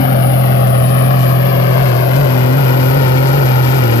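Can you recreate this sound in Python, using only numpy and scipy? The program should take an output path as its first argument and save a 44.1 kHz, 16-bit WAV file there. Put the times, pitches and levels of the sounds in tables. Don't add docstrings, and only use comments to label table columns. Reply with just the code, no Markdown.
import sys
import numpy as np
from scipy import signal
from scipy.fft import rfft, irfft
from scipy.io import wavfile
from scipy.ndimage import uniform_filter1d, minimum_filter1d

SR = 44100
rng = np.random.default_rng(int(sys.argv[2]) if len(sys.argv) > 2 else 0)


def inscribe(sig):
    pcm = np.round(np.clip(np.atleast_2d(sig).T, -1, 1) * 32767)
    wavfile.write(sys.argv[1], SR, pcm.astype(np.int16))


N = 176400
TIME_S = np.arange(N) / SR
BINS_HZ = np.maximum(np.arange(N // 2 + 1) * SR / N, 1)


def from_db(db):
    return 10 ** (np.asarray(db) / 20)


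def unit_rms(x):
    return x / np.sqrt(np.mean(x ** 2) + 1e-20)


def in_time(rows):
    time_s, *columns = np.transpose(rows)
    return [np.interp(TIME_S, time_s, c) for c in columns]


def in_hz(rows):
    hz, *columns = np.transpose(rows)
    return [np.interp(np.log(BINS_HZ), np.log(hz), c) for c in columns]


def colour(x, density_db):
    return irfft(rfft(x) * from_db(density_db) * np.sqrt(SR / 2), N)


def drift(rate_hz):
    return unit_rms(irfft(rfft(rng.standard_normal(N)) / (1 + (BINS_HZ / rate_hz) ** 2), N))


def firing_count():
    # (time [s], rate [Hz])
    load_rate = [(0.0, 133.7), (0.2, 126.5), (0.42, 128), (0.78, 123.9), (0.96, 127.9), (1.3, 127.1),
                 (1.72, 127.2), (1.93, 122.6), (2.05, 127.4), (2.5, 126.3), (2.8, 129.2), (3.1, 127.5),
                 (3.25, 133.3), (3.48, 128), (3.75, 126.3), (3.9, 116), (4.0, 119.7)]
    # (time [s], rise [Hz])
    surges = [(1.129, 3.59), (1.482, 2.6), (1.825, 8.7), (2.207, 15), (2.587, 12), (2.977, 11.92),
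              (3.375, 11.1), (3.769, 7.9)]
    surge_sigma_s, jitter = .034, .0021
    rate_hz, = in_time(load_rate)
    for at_s, rise_hz in surges:
        rate_hz = rate_hz + rise_hz * np.exp(-.5 * ((TIME_S - at_s) / surge_sigma_s) ** 2)
    return np.cumsum(rate_hz * (1 + jitter * drift(23.2))) / SR


def puffs(firings, depth):
    return unit_rms(np.exp(depth * np.cos(2 * np.pi * firings)))


def arena_scatter(x):
    level_db, t60_s, low_cut_hz = -12.5, .4, 450
    tails = rng.standard_normal((2, N)) * from_db(-60 * TIME_S / t60_s)
    tails /= np.sqrt(np.sum(tails ** 2, axis=1, keepdims=True))
    return from_db(level_db) * irfft(rfft(tails) * rfft(x) / (1 + (low_cut_hz / BINS_HZ) ** 2), N)


def with_ground_echo(x):
    # (time [s], lag [s])
    lag = [(0, .00132), (.6, .001473), (.95, .001592), (1.5, .001743), (1.85, .001824), (2.2, .001962),
           (3.15, .002112)]
    echo_gain, cutoff_hz, turn_rad = .58, 3000, .33
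    echo = irfft(rfft(x) * np.exp(-1j * turn_rad) / (1 + (BINS_HZ / cutoff_hz) ** 2), N)
    return x + echo_gain * np.interp(TIME_S - in_time(lag)[0], TIME_S, echo)


def turbo_hiss(firings):
    # (frequency [Hz], density [dB/Hz])
    spectrum = [(8500, -100), (9600, -80.5), (10200, -75), (10900, -71.5), (11800, -62.5), (12500, -60),
                (13200, -63.5), (14200, -73.5), (15500, -79.5)]
    # (time [s], gain [dB])
    envelope = [(0, 1), (1.4, 1.1), (2.3, 0.5), (2.85, 2.5), (3.2, 1), (4, 1)]
    flutter_db = 1.9
    air = colour(rng.standard_normal(N), in_hz(spectrum)[0]) * puffs(firings, depth=.14)
    return air * from_db(in_time(envelope)[0] + flutter_db * drift(160))


def turbo_whine():
    # (time [s], frequency [Hz])
    pitch = [(0, 10460), (.25, 10285), (.42, 10265), (.52, 10305), (.7, 10240), (.86, 10200), (1.12, 10320),
             (1.35, 10235), (1.88, 10300), (2.05, 10210), (2.27, 10340)]
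    # (time [s], level [dB])
    envelope = [(0, -35), (.27, -27), (.39, -28.5), (.49, -36.5), (.78, -27.5), (1.07, -28.5), (1.11, -39),
                (1.32, -36), (1.65, -47), (1.9, -43), (2.2, -46), (4, -69)]
    # (centre [s], length [s], multiple of shaft rate, peak level [dB])
    shaft_tones = [(.06, .14, 8, -28), (.08, .3, 9, -36), (.6, 1.0, 2, -42), (1.3, .4, 9, -36.5)]
    blades, flutter_db, wander_rad, wander_hz = 7, 2.5, .5, 45
    shaft_rad = 2 * np.pi * np.cumsum(in_time(pitch)[0]) / SR / blades
    gain = from_db(in_time(envelope)[0] + flutter_db * drift(70))
    whine = gain * np.sin(blades * shaft_rad + wander_rad * drift(wander_hz))
    for centre_s, length_s, multiple, peak_db in shaft_tones:
        swell = from_db(peak_db) * np.exp(-(2 * (TIME_S - centre_s) / length_s) ** 2)
        whine += swell * np.sin(round(multiple) * shaft_rad + wander_rad * drift(wander_hz))
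    return np.sqrt(2) * whine


def jet_crackle(firings):
    # (frequency [Hz], density [dB/Hz])
    spectrum = [(200, -88), (1500, -77), (3000, -71.5), (5000, -71), (8000, -75), (15000, -89)]
    # (time [s], gain [dB])
    envelope = [(0, -24), (.35, -15), (.55, -9), (1.05, -9), (1.25, -3.5), (1.4, -9), (2.2, -2),
                (2.6, -0.5), (4, 0)]
    base_rate_hz, spread_db, spurt_db, spurt_hz = 800, 3, 2.2, 17
    onsets = rng.random(N) < base_rate_hz * puffs(firings, depth=.5) / SR
    sizes = from_db(spread_db * np.minimum(rng.exponential(1, N), 3.5))
    shocks = colour(unit_rms(onsets * sizes), in_hz(spectrum)[0])
    return shocks * from_db(in_time(envelope)[0] + spurt_db * drift(spurt_hz))


def stack_growl(firings):
    # (frequency [Hz], density [dB/Hz])
    spectrum = [(300, -74), (450, -53), (560, -25), (730, -27.5), (830, -45), (1100, -87)]
    # (time [s], gain [dB])
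    envelope = [(0, -22), (.25, -18.5), (.8, -18), (1.0, -21), (1.45, -23), (1.7, -15), (2.1, -15),
                (2.35, -19), (3.0, -28)]
    flow = rng.standard_normal(N) * puffs(firings, depth=.23)
    return from_db(in_time(envelope)[0]) * colour(flow, in_hz(spectrum)[0])


def exhaust_roar(firings, aspect):
    # (frequency [Hz], density [dB/Hz])
    spectrum = [(20, -92), (35, -66), (60, -52.5), (100, -52.5), (250, -41.5), (400, -49), (530, -45),
                (790, -44), (950, -51.5), (1270, -48), (1600, -53), (2400, -55.5), (2680, -58.5),
                (2950, -57.5), (3800, -65.5), (4900, -64), (6300, -77), (8500, -86.5)]
    # (frequency [Hz], gain [dB])
    directivity = [(100, 5), (400, -1.5), (560, 8.5), (690, -1.5), (880, 7.5), (1120, -3.5), (1420, 9),
                   (1650, -0.5), (2000, 7), (3000, 2.5), (4500, 6.5), (7000, 9.5)]
    # (time [s], gain [dB])
    envelope = [(0, -0.5), (.3, -2), (.8, -1.3), (1.2, -0.7), (1.8, -1), (2.4, -1.9), (3.2, -2), (3.8, -1)]
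    spread_db = 1.2
    puff_gain = from_db(spread_db * rng.standard_normal(N))[firings.astype(int)]
    flow = unit_rms(rng.standard_normal(N) * puffs(firings, depth=.25) * puff_gain)
    midway_db, = in_hz(spectrum)
    turn_db, = in_hz(directivity)
    head_on = colour(flow, midway_db - turn_db / 2)
    side_on = colour(flow, midway_db + turn_db / 2)
    return from_db(in_time(envelope)[0]) * ((1 - aspect) * head_on + aspect * side_on)


def exhaust_drone(firings):
    # (time [s], fundamental [dB], octave [dB])
    envelopes = [(0, -14, -16), (.1, -12.5, -18.5), (.2, -11, -35.5), (.65, -11, -31), (1.15, -10.5, -24),
                 (1.35, -11, -36), (1.55, -12.5, -24), (1.85, -11, -40), (2.07, -13.5, -38),
                 (2.2, -9.5, -27), (2.33, -12, -21), (2.6, -10.5, -20), (2.75, -11.5, -25),
                 (3.2, -12.5, -24), (3.55, -11.5, -31.5), (4, -13, -27.5)]
    flutter_db = 2.9
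    fundamental_db, octave_db = in_time(envelopes)
    phase_rad = 2 * np.pi * firings
    octave = from_db(octave_db + flutter_db * drift(9.3)) * np.sin(2 * phase_rad)
    return np.sqrt(2) * (from_db(fundamental_db) * np.sin(phase_rad) + octave)


def exhaust_tones(firings, aspect):
    # (multiple of cycle rate, head-on [dB], oblique [dB], side-on [dB])
    orders = [(2, -40, -48, -43), (4, -34, -39, -37), (5, -45, -35.5, -42), (7, -34, -41, -34),
              (8, -29, -24, -35), (9, -29, -43, -46), (10, -30.5, -56, -53), (14, -35.5, -43, -36.5),
              (16, -36.5, -37, -30), (18, -35.5, -25, -25.5), (20, -38, -40, -39.5), (22, -49, -38, -30),
              (24, -32.5, -38, -25), (26, -22, -19.5, -27.5), (30, -37, -33, -31), (32, -23.5, -22, -34),
              (36, -32.5, -42, -37.5), (38, -35, -55, -36), (42, -55, -52, -33.5)]
    column_aspects = [.05, .28, .72]
    cylinders, boost_db, flutter_db, wander_rad, drift_hz = 6, 1, .6, .15, 2.5
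    tones = np.zeros(N)
    for multiple, *levels_db in orders:
        cycles = round(multiple) * firings / cylinders + rng.random()
        phase_rad = 2 * np.pi * cycles + wander_rad * drift(drift_hz)
        level_db = boost_db + np.interp(aspect, column_aspects, levels_db)
        tones += from_db(level_db + flutter_db * drift(drift_hz)) * np.sin(phase_rad)
    return np.sqrt(2) * tones


def right_side(left):
    # (frequency [Hz], gain [dB], lag [rad])
    response = [(5, 0, 0), (50, .6, .5), (170, .4, .65), (270, -4, 1.3), (450, -9.5, 2.1),
                (750, -13.5, 2.8), (2000, -12.8, 3.1), (4400, -16, 3.8), (8000, -17, 4.6),
                (12500, -9.5, 5.2), (16000, -10, 6.2)]
    # (time [s], gain [dB])
    envelope = [(0, -.2), (1.25, .2), (1.75, -.3), (2.3, -.7), (2.75, .1), (3.2, 1.1), (4, .9)]
    sway_s, sway_hz = 7e-6, 4
    gain_db, lag_rad = in_hz(response)
    right = irfft(rfft(left) * from_db(gain_db) * np.exp(-1j * lag_rad), N)
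    right *= from_db(in_time(envelope)[0])
    return np.interp(TIME_S + sway_s * drift(sway_hz), TIME_S, right)


def scene():
    # (time [s], aspect [0 head-on to 1 side-on])
    approach = [(0, 0.026), (1.0, 0.018), (1.9, 0.42), (2.4, 0.49), (3.0, 0.77), (4, 0.59)]
    aspect, = in_time(approach)
    firings = firing_count()
    jet = with_ground_echo(exhaust_roar(firings, aspect) + jet_crackle(firings))
    stack = exhaust_drone(firings) + exhaust_tones(firings, aspect) + stack_growl(firings)
    left = stack + jet + turbo_whine() + turbo_hiss(firings)
    return np.array([left, right_side(left)]) + arena_scatter(left)


def record(dry):
    low_cut_hz, high_cut_hz, ceiling, limiter_s = 30, 16200, .89, .0034
    dry = signal.sosfilt(signal.butter(2, low_cut_hz, "high", fs=SR, output="sos"), dry)
    span = int(limiter_s * SR)
    max_gain = np.minimum(1, ceiling / (np.abs(dry).max(axis=0) + 1e-9))
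    gain = uniform_filter1d(minimum_filter1d(max_gain, span), span)
    return signal.sosfilt(signal.cheby2(16, 70, high_cut_hz, fs=SR, output="sos"), dry * gain)


dry = scene()
out = record(dry)
inscribe(out)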